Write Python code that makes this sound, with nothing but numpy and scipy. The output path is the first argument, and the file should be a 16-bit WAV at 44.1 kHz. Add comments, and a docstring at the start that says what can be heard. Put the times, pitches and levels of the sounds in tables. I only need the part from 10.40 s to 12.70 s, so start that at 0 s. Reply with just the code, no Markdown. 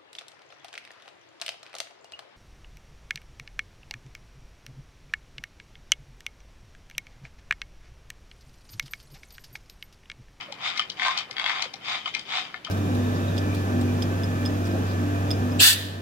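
"""Hand whisk in a glass mug

A hand-squeezed whisk turns in a glass mug in a small furnished room. Each squeeze drives plastic
gear teeth, whose impacts excite the body's modes, faster and louder with the push. The lever clicks
at its stops, bubbles ring as they burst, the whisk knocks the glass, and the room hums softly."""
import sys
import numpy as np
from scipy import signal
from scipy.fft import rfft, irfft, next_fast_len
from scipy.io import wavfile

SR = 44100
rng = np.random.default_rng(int(sys.argv[2]) if len(sys.argv) > 2 else 0)


def generate_wav(signal):
    """Clip the signal to [-1, 1] and save it as 16-bit WAV at the path in sys.argv[1]."""
    frames = np.transpose(np.atleast_2d(signal))
    scaled = np.clip(frames, -1, 1) * 32767
    pcm = np.round(scaled).astype(np.int16)
    wavfile.write(sys.argv[1], SR, pcm)


N = 101429

# push on the lever, as the gears sound it: time_s, level_db, low_mode_lift_db
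LEVER_PUSH = [(0, -41, 11), (0.031, -42, 4), (.075, -54.5, 11), (.175, -53, 11), (.22, -38.5, 6.5),
              (0.259, -31, 0.5), (.3, -32, 4), (.335, -41, 4.5), (0.41, -36, 2), (0.449, -44.5, -1),
              (0.486, -53.5, 5), (.55, -53.5, 3), (0.598, -36, 2), (0.658, -31, 6), (.72, -34.5, 1),
              (.76, -38, 9.5), (.81, -36.5, 3.5), (.87, -54, 2.5), (0.956, -52, 10), (0.979, -39.5, 4.5),
              (1.079, -35, 9), (1.14, -35.5, 8), (1.255, -38.5, 7), (1.309, -53, -10), (1.4, -55.5, 4.5),
              (1.448, -39, 0), (1.499, -32, 2.5), (1.561, -34, 6), (1.629, -46, -2.5), (1.68, -36.5, 7.5),
              (1.721, -46.5, -20.5), (1.769, -39.5, 8), (1.841, -48.5, -23), (1.89, -39, 3),
              (1.94, -31, 5.5), (1.995, -31, 1.5), (2.039, -39.5, 1), (2.129, -51, 4), (2.162, -46.5, -8),
              (2.234, -62, -10.5), (2.259, -44.5, 3.5), (2.3, -48.5, 9.5)]
# modes of the plastic body: pitch_hz, level_db, t60_s
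BODY_MODES = [(755, -3.5, 0.026), (1045, -4.5, 0.011), (1250, -3.5, 0.02), (1441, -10, 0.028),
              (1764, -12, 0.036), (2117, 0.5, 0.015), (2426, 1.5, 0.0093), (3030, -3, 0.037),
              (3182, -3.5, 0.03), (3544, -3, 0.011), (3763, -3.5, 0.0083), (4674, -5.5, 0.042),
              (5280, -9, 0.031), (6470, -17, 0.055)]
# broadband crack of a tooth or a knock: frequency_hz, gain_db
CRACK_SPECTRUM = [(1000, -25), (2100, 1), (3600, -7.5), (5000, -12.5), (7500, -16), (10000, -52),
                  (15500, -28)]
# background noise of the room: frequency_hz, density_db
ROOM_SPECTRUM = [(25, -17), (60, -16.5), (100, -4), (160, -1.5), (300, -3), (600, -5.5), (2000, -7),
                 (4000, -15), (7000, -29.5), (15500, -37)]
# likeness of that noise at the two microphones: frequency_hz, coherence_ratio
ROOM_COHERENCE = [(60, 0.91), (200, 0.9), (400, 0.59), (1000, 0.25)]
# lever clicks: time_s, level_db, favoured_hz, snap_db, length_s
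LEVER_CLICKS = [(0.01, -26, 2920, -47, 0.0012), (.124, -24, 2670, -41, .003),
                (0.364, -19.5, 1520, -46.5, 0.003), (0.378, -21.5, 2270, -33.5, 0.0088),
                (.395, -12.5, 3020, -47, 0.00067), (.396, -12.5, 1400, -37.5, 0.0024),
                (0.404, -28, 2680, -43, 0.0013), (.422, -18, 2680, -50, 0.0088),
                (.501, -22, 3340, -36.5, 0.0042), (0.777, -17.5, 2980, -31.5, 0.0051),
                (0.788, -18.5, 2800, -35, 0.0051), (.898, -25, 970, -73, 0.0024),
                (.912, -25, 2056, -39, 0.0033), (1.224, -17, 2440, -29, 0.0045),
                (1.34, -26, 2440, -38, 0.0037), (1.659, -17, 3030, -51, 0.0019),
                (1.661, -17.5, 1210, -56.5, 0.0023), (1.678, -26, 1320, -60, 0.0096),
                (1.75, -13, 2360, -33.5, 0.0034), (1.742, -21, 2305, -45.5, 0.004),
                (1.795, -27.5, 2420, -38.5, 0.0043), (2.143, -14, 1625, -54, 0.0012),
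                (2.249, -21.5, 3427, -43, 0.0032), (2.272, -22, 1259, -70, 0.0029)]
# bright snap of a click: frequency_hz, gain_db
SNAP_SPECTRUM = [(3000, 10), (4700, 6), (6500, -9), (8500, -17), (11000, -32), (15500, -41)]
# bubbles bursting in the drink: start_s, level_db, pitch_hz
BUBBLE_BURSTS = [(.086, -33, 584), (.1, -31, 560), (.124, -30, 828), (.9, -35.5, 514), (1.258, -31, 506),
                 (1.339, -31, 760), (2.15, -33.5, 726), (2.285, -31, 657)]
# knocks of the whisk on the glass: time_s, level_db, favoured_hz
GLASS_KNOCKS = [(0.597, -16.5, 2140), (0.620, -12.5, 1940), (0.634, -18, 2250), (0.652, -14, 1320),
                (0.65, -19, 3660), (0.661, -8.5, 1080), (0.673, -9, 1050), (0.683, -6, 1130),
                (0.712, -15, 1120), (0.967, -18.5, 3030), (0.982, -15, 3000), (0.997, -12, 2700),
                (1.042, -14, 3000), (1.062, -11.5, 2710), (1.077, -17.5, 2166), (1.096, -13.5, 2105),
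                (1.104, -18.5, 2090), (1.116, -20, 2000), (1.162, -20, 1490), (1.186, -23.5, 3360)]
# modes of the filled glass: pitch_hz, level_db, t60_s
GLASS_MODES = [(1059, -7, 0.086), (1152, -11.5, 0.065), (1240.2, -15, 0.057), (1560, -5.5, 0.069),
               (1823, -5, 0.026), (2065, 0.5, 0.017), (2172, -7.5, .07), (2696, -20, 0.18),
               (3310, 2, 0.023), (3810, -1, 0.014), (4542, 3, 0.012)]
# bias toward the left microphone, which faces the mixer: frequency_hz, left_over_right_db
LEFT_BIAS = [(700, 1), (1300, 4.5), (2300, 11.5), (3400, 6), (4700, 13.5)]

MID_PUSH_DB = -35  # tooth rate and whirr pitch are given at this push
TEETH_PER_S, TEETH_PER_S_PER_DB, JITTER_TEETH = 200, 6, .07
WHIRR_HZ, WHIRR_HZ_PER_DB, WHIRR_WIDTH_OCT, WHIRR_DB = 3560, 40, .13, 9
TOOTH_SPREAD_DB, MODE_SPREAD_DB, RIGHT_SPREAD_DB = 2, 2.5, 8.5
FLIP_SHARE = .2  # share of teeth that ring a mode in opposite phase on the right
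GEAR_DB, FRICTION_DB = -3, -4
CRACK_DB, CRACK_T60_S, CRACK_PAN_DB = -6, .03, 4
BUBBLE_T60_S, BUBBLE_ATTACK_S, BUBBLE_RISE_PER_S = .041, .0022, 2.5
KNOCK_S, CLICK_NOISE_GAIN = .00058, .3
BASS_CUT_HZ, SOFT_CONTACT_HZ = 671, 5200  # the small mixer radiates no bass; plastic contacts are soft
ROOM_T60_S, ROOM_DB, WALL_CUT_HZ = .11, -9.5, 28000
LEFT_LAG_S, CUTOFF_HZ = .00009, 16600


def from_db(db):
    """Amplitude grows tenfold for every 20 dB."""
    return 10 ** (np.asarray(db) / 20)


def unit_rms(x):
    """Normalisation to unit mean power."""
    return x / np.sqrt(np.mean(x ** 2) + 1e-20)


def at_hz(table, hz):
    """Interpolation on a logarithmic frequency axis."""
    frequencies, values = np.transpose(table)
    return np.interp(np.log(hz), np.log(frequencies), values)


def pan(db):
    """A level difference, split evenly into left and right gains."""
    return from_db([[db / 2], [-db / 2]])


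def colour(x, spectrum):
    """Filter-bank shaping: each half-octave band takes the spectrum's gain at its centre."""
    low_hz, high_hz = spectrum[0][0], spectrum[-1][0]
    edges = low_hz * 2 ** np.arange(0, np.log2(high_hz / low_hz) + .4, .5)
    out = 0
    for k, (lo, hi) in enumerate(zip(edges, edges[1:])):
        band = signal.butter(2, [lo, min(hi, .45 * SR)], "band", fs=SR, output="sos")
        out += (-1) ** k * from_db(at_hz(spectrum, np.sqrt(lo * hi))) * signal.sosfilt(band, x + 1e-18)
    return out


def resonate(force, hz, t60):
    """A damped oscillator, driven through a soft contact that low-passes the force."""
    decay, angle = from_db(-60 / (t60 * SR)), 2 * np.pi * hz / SR
    softened = signal.sosfilt(signal.butter(2, SOFT_CONTACT_HZ, fs=SR, output="sos"), force + 1e-18)
    return signal.lfilter([0, np.sin(angle)], [1, -2 * decay * np.cos(angle), decay ** 2], softened)


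def short_clicks(time_s, gains, length_s, hz=None):
    """Amplitude envelopes: noise bursts that rise and fade quickly, plus a tone at hz if given."""
    lag = np.arange(-400, 400)
    width = np.clip(np.broadcast_to(length_s, len(time_s)), 1e-4, .008)[:, None] * SR / 2
    envelope = np.exp(-np.abs(lag) / width)
    noise = rng.standard_normal((len(time_s), len(lag)))
    if hz:
        noisy_tone = np.cos(2 * np.pi * hz * lag / SR) + CLICK_NOISE_GAIN * np.sqrt(width) / 2 * noise
        bursts = 2 * envelope * noisy_tone / envelope.sum(axis=1, keepdims=True)
    else:
        bursts = envelope * noise / np.sqrt(np.sum(envelope ** 2, axis=1, keepdims=True))
    at = np.clip((time_s * SR).astype(int)[:, None] + lag, 0, N)
    out = np.zeros((2, N + 1))
    for side in range(2):
        np.add.at(out[side], at, bursts * gains[side][:, None])
    return out[:, :N]


def strike(modes, time_s, db, favoured_hz, length_s, focus_db_per_oct):
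    """Modal excitation: a blow drives every mode, most strongly near its favoured pitch."""
    out = 0
    for hz, mode_db, t60 in modes:
        shared, right = rng.standard_normal((len(time_s), 2)).T
        level_db = db + mode_db - focus_db_per_oct * np.abs(np.log2(hz / favoured_hz)) + shared
        gains = from_db([level_db, level_db + RIGHT_SPREAD_DB / 2 * right])
        out += pan(at_hz(LEFT_BIAS, hz)) * resonate(short_clicks(time_s, gains, length_s, hz), hz, t60)
    return out


def gear_rasp():
    """Forced vibration: tooth impacts and friction drive the body's modes; each tooth also cracks."""
    time_s, push_db, lift_db = np.transpose(LEVER_PUSH)
    t = np.arange(N) / SR
    push_db, lift_db = np.interp(t, time_s, push_db), np.interp(t, time_s, lift_db)
    whirr_hz = WHIRR_HZ + WHIRR_HZ_PER_DB * (push_db - MID_PUSH_DB)
    tooth_rate = np.clip(TEETH_PER_S + TEETH_PER_S_PER_DB * (push_db - MID_PUSH_DB), 50, 500)
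    teeth_passed = np.cumsum(tooth_rate) / SR
    teeth = np.arange(1, 1200)
    count = len(teeth)
    uneven_teeth = teeth + JITTER_TEETH * rng.standard_normal(count)
    at = np.interp(uneven_teeth, teeth_passed, np.arange(N)).astype(int)
    strength = from_db(TOOTH_SPREAD_DB * rng.standard_normal(count)) * (teeth < teeth_passed[-1])
    body = 0
    for hz, mode_db, t60 in BODY_MODES:
        shared, right = np.clip(rng.standard_normal((count, 2)), -1.5, 1.5).T
        spread_db = MODE_SPREAD_DB * shared
        gains = from_db([spread_db, spread_db + RIGHT_SPREAD_DB * right])
        impacts = np.zeros((2, N))
        impacts[:, at] = strength * rng.choice([-1, 1], count) * gains
        impacts[1, at] *= np.where(rng.random(count) < FLIP_SHARE, -1, 1)
        friction_rms = from_db(FRICTION_DB) * np.sqrt(np.mean(impacts ** 2))
        friction = friction_rms * unit_rms(rng.standard_normal((2, N)))
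        ringing = unit_rms(resonate(impacts + friction, hz, t60))
        lift_share = np.clip(np.log2(3300 / hz) / 1.5, 0, 1)
        # the whirr is a narrow emphasis that climbs with the push
        whirr_db = WHIRR_DB * np.exp(-(np.log2(hz / whirr_hz) / WHIRR_WIDTH_OCT) ** 2)
        level_db = mode_db + push_db + lift_share * lift_db + whirr_db
        body += from_db(level_db) * pan(at_hz(LEFT_BIAS, hz)) * ringing
    impulses = np.zeros(N)
    impulses[at] = strength
    envelope = signal.lfilter([1], [1, -from_db(-60 / (CRACK_T60_S * SR))], impulses)
    crack = unit_rms(colour(envelope * rng.standard_normal((2, N)), CRACK_SPECTRUM))
    return from_db(GEAR_DB) * (body / 2 + from_db(CRACK_DB + push_db) * pan(CRACK_PAN_DB) * crack)


def room_tone():
    """Partial coherence: steady noise is alike at the two microphones only in the bass."""
    hz = np.maximum(np.arange(N // 2 + 1) * SR / N, 10)
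    mid, side = rfft(rng.standard_normal((2, N))) * from_db(at_hz(ROOM_SPECTRUM, hz))
    coherence = at_hz(ROOM_COHERENCE, hz)
    mid, side = np.sqrt(1 + coherence) * mid, np.sqrt(1 - coherence) * side
    return from_db(-49.5) * unit_rms(irfft(np.array([mid + side, mid - side]), N))


def lever_clicks():
    """Impact excitation: the lever meets its stops, ringing the body under a bright snap."""
    time_s, db, favoured_hz, snap_db, length_s = np.transpose(LEVER_CLICKS)
    body = strike(BODY_MODES, time_s, db, favoured_hz, length_s, focus_db_per_oct=26)
    snap_gain = from_db(snap_db + 29)
    snap = colour(short_clicks(time_s, [snap_gain, snap_gain], length_s), SNAP_SPECTRUM)
    return body + pan(db=11.8) * snap


def bubbles():
    """Bubble resonance: each burst is a damped sine whose pitch rises as it dies."""
    out = 0
    for start_s, db, hz in BUBBLE_BURSTS:
        age = np.maximum(np.arange(N) / SR - start_s, 0)
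        envelope = (1 - np.exp(-age / BUBBLE_ATTACK_S)) * from_db(db - 60 * age / BUBBLE_T60_S)
        out += envelope * np.sin(2 * np.pi * hz * (age + BUBBLE_RISE_PER_S * age ** 2 / 2))
    return pan(db=2) * out


def glass_knocks():
    """Free vibration: the whisk's wires strike the mug with a crack and leave its modes ringing."""
    time_s, db, favoured_hz = np.transpose(GLASS_KNOCKS)
    crack_gain = from_db(db + 10)
    crack = colour(short_clicks(time_s, [crack_gain, crack_gain], 2 * KNOCK_S), CRACK_SPECTRUM)
    ringing = strike(GLASS_MODES, time_s, db - 5.5, favoured_hz, KNOCK_S, focus_db_per_oct=12)
    return ringing + pan(CRACK_PAN_DB) * crack


def reverberation(direct):
    """Repeated reflection: ten feedback delays a side, weaker and duller on every round trip."""
    size = next_fast_len(N + SR)
    hz = np.arange(size // 2 + 1) * SR / size
    wall = 1 / (1 + 1j * hz / WALL_CUT_HZ)
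    out = []
    for channel, delays_s in zip(direct, rng.uniform(.008, .03, (2, 10))):
        loops = [from_db(-60 * s / ROOM_T60_S) * wall * np.exp(-2j * np.pi * hz * s) for s in delays_s]
        response = sum((-1) ** k * loop / (1 - loop) for k, loop in enumerate(loops))
        out.append(irfft(rfft(channel, size) * response, size)[:N])
    return np.array(out)


def scene():
    """Superposition of direct sound, reflections and room tone; the direct sound lags on the left."""
    bass_cut = signal.butter(6, BASS_CUT_HZ, "high", fs=SR, output="sos")
    left, right = signal.sosfilt(bass_cut, gear_rasp() + lever_clicks() + glass_knocks()) + bubbles()
    left = np.interp(np.arange(N) - LEFT_LAG_S * SR, np.arange(N), left)
    direct = np.array([left, right])
    return direct + from_db(ROOM_DB) * reverberation(direct) + room_tone()


def record(dry):
    """Band limiting: a steep low-pass removes the highest treble."""
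    return signal.sosfilt(signal.cheby2(12, 70, CUTOFF_HZ, fs=SR, output="sos"), dry)


dry = scene()
out = record(dry)
generate_wav(out)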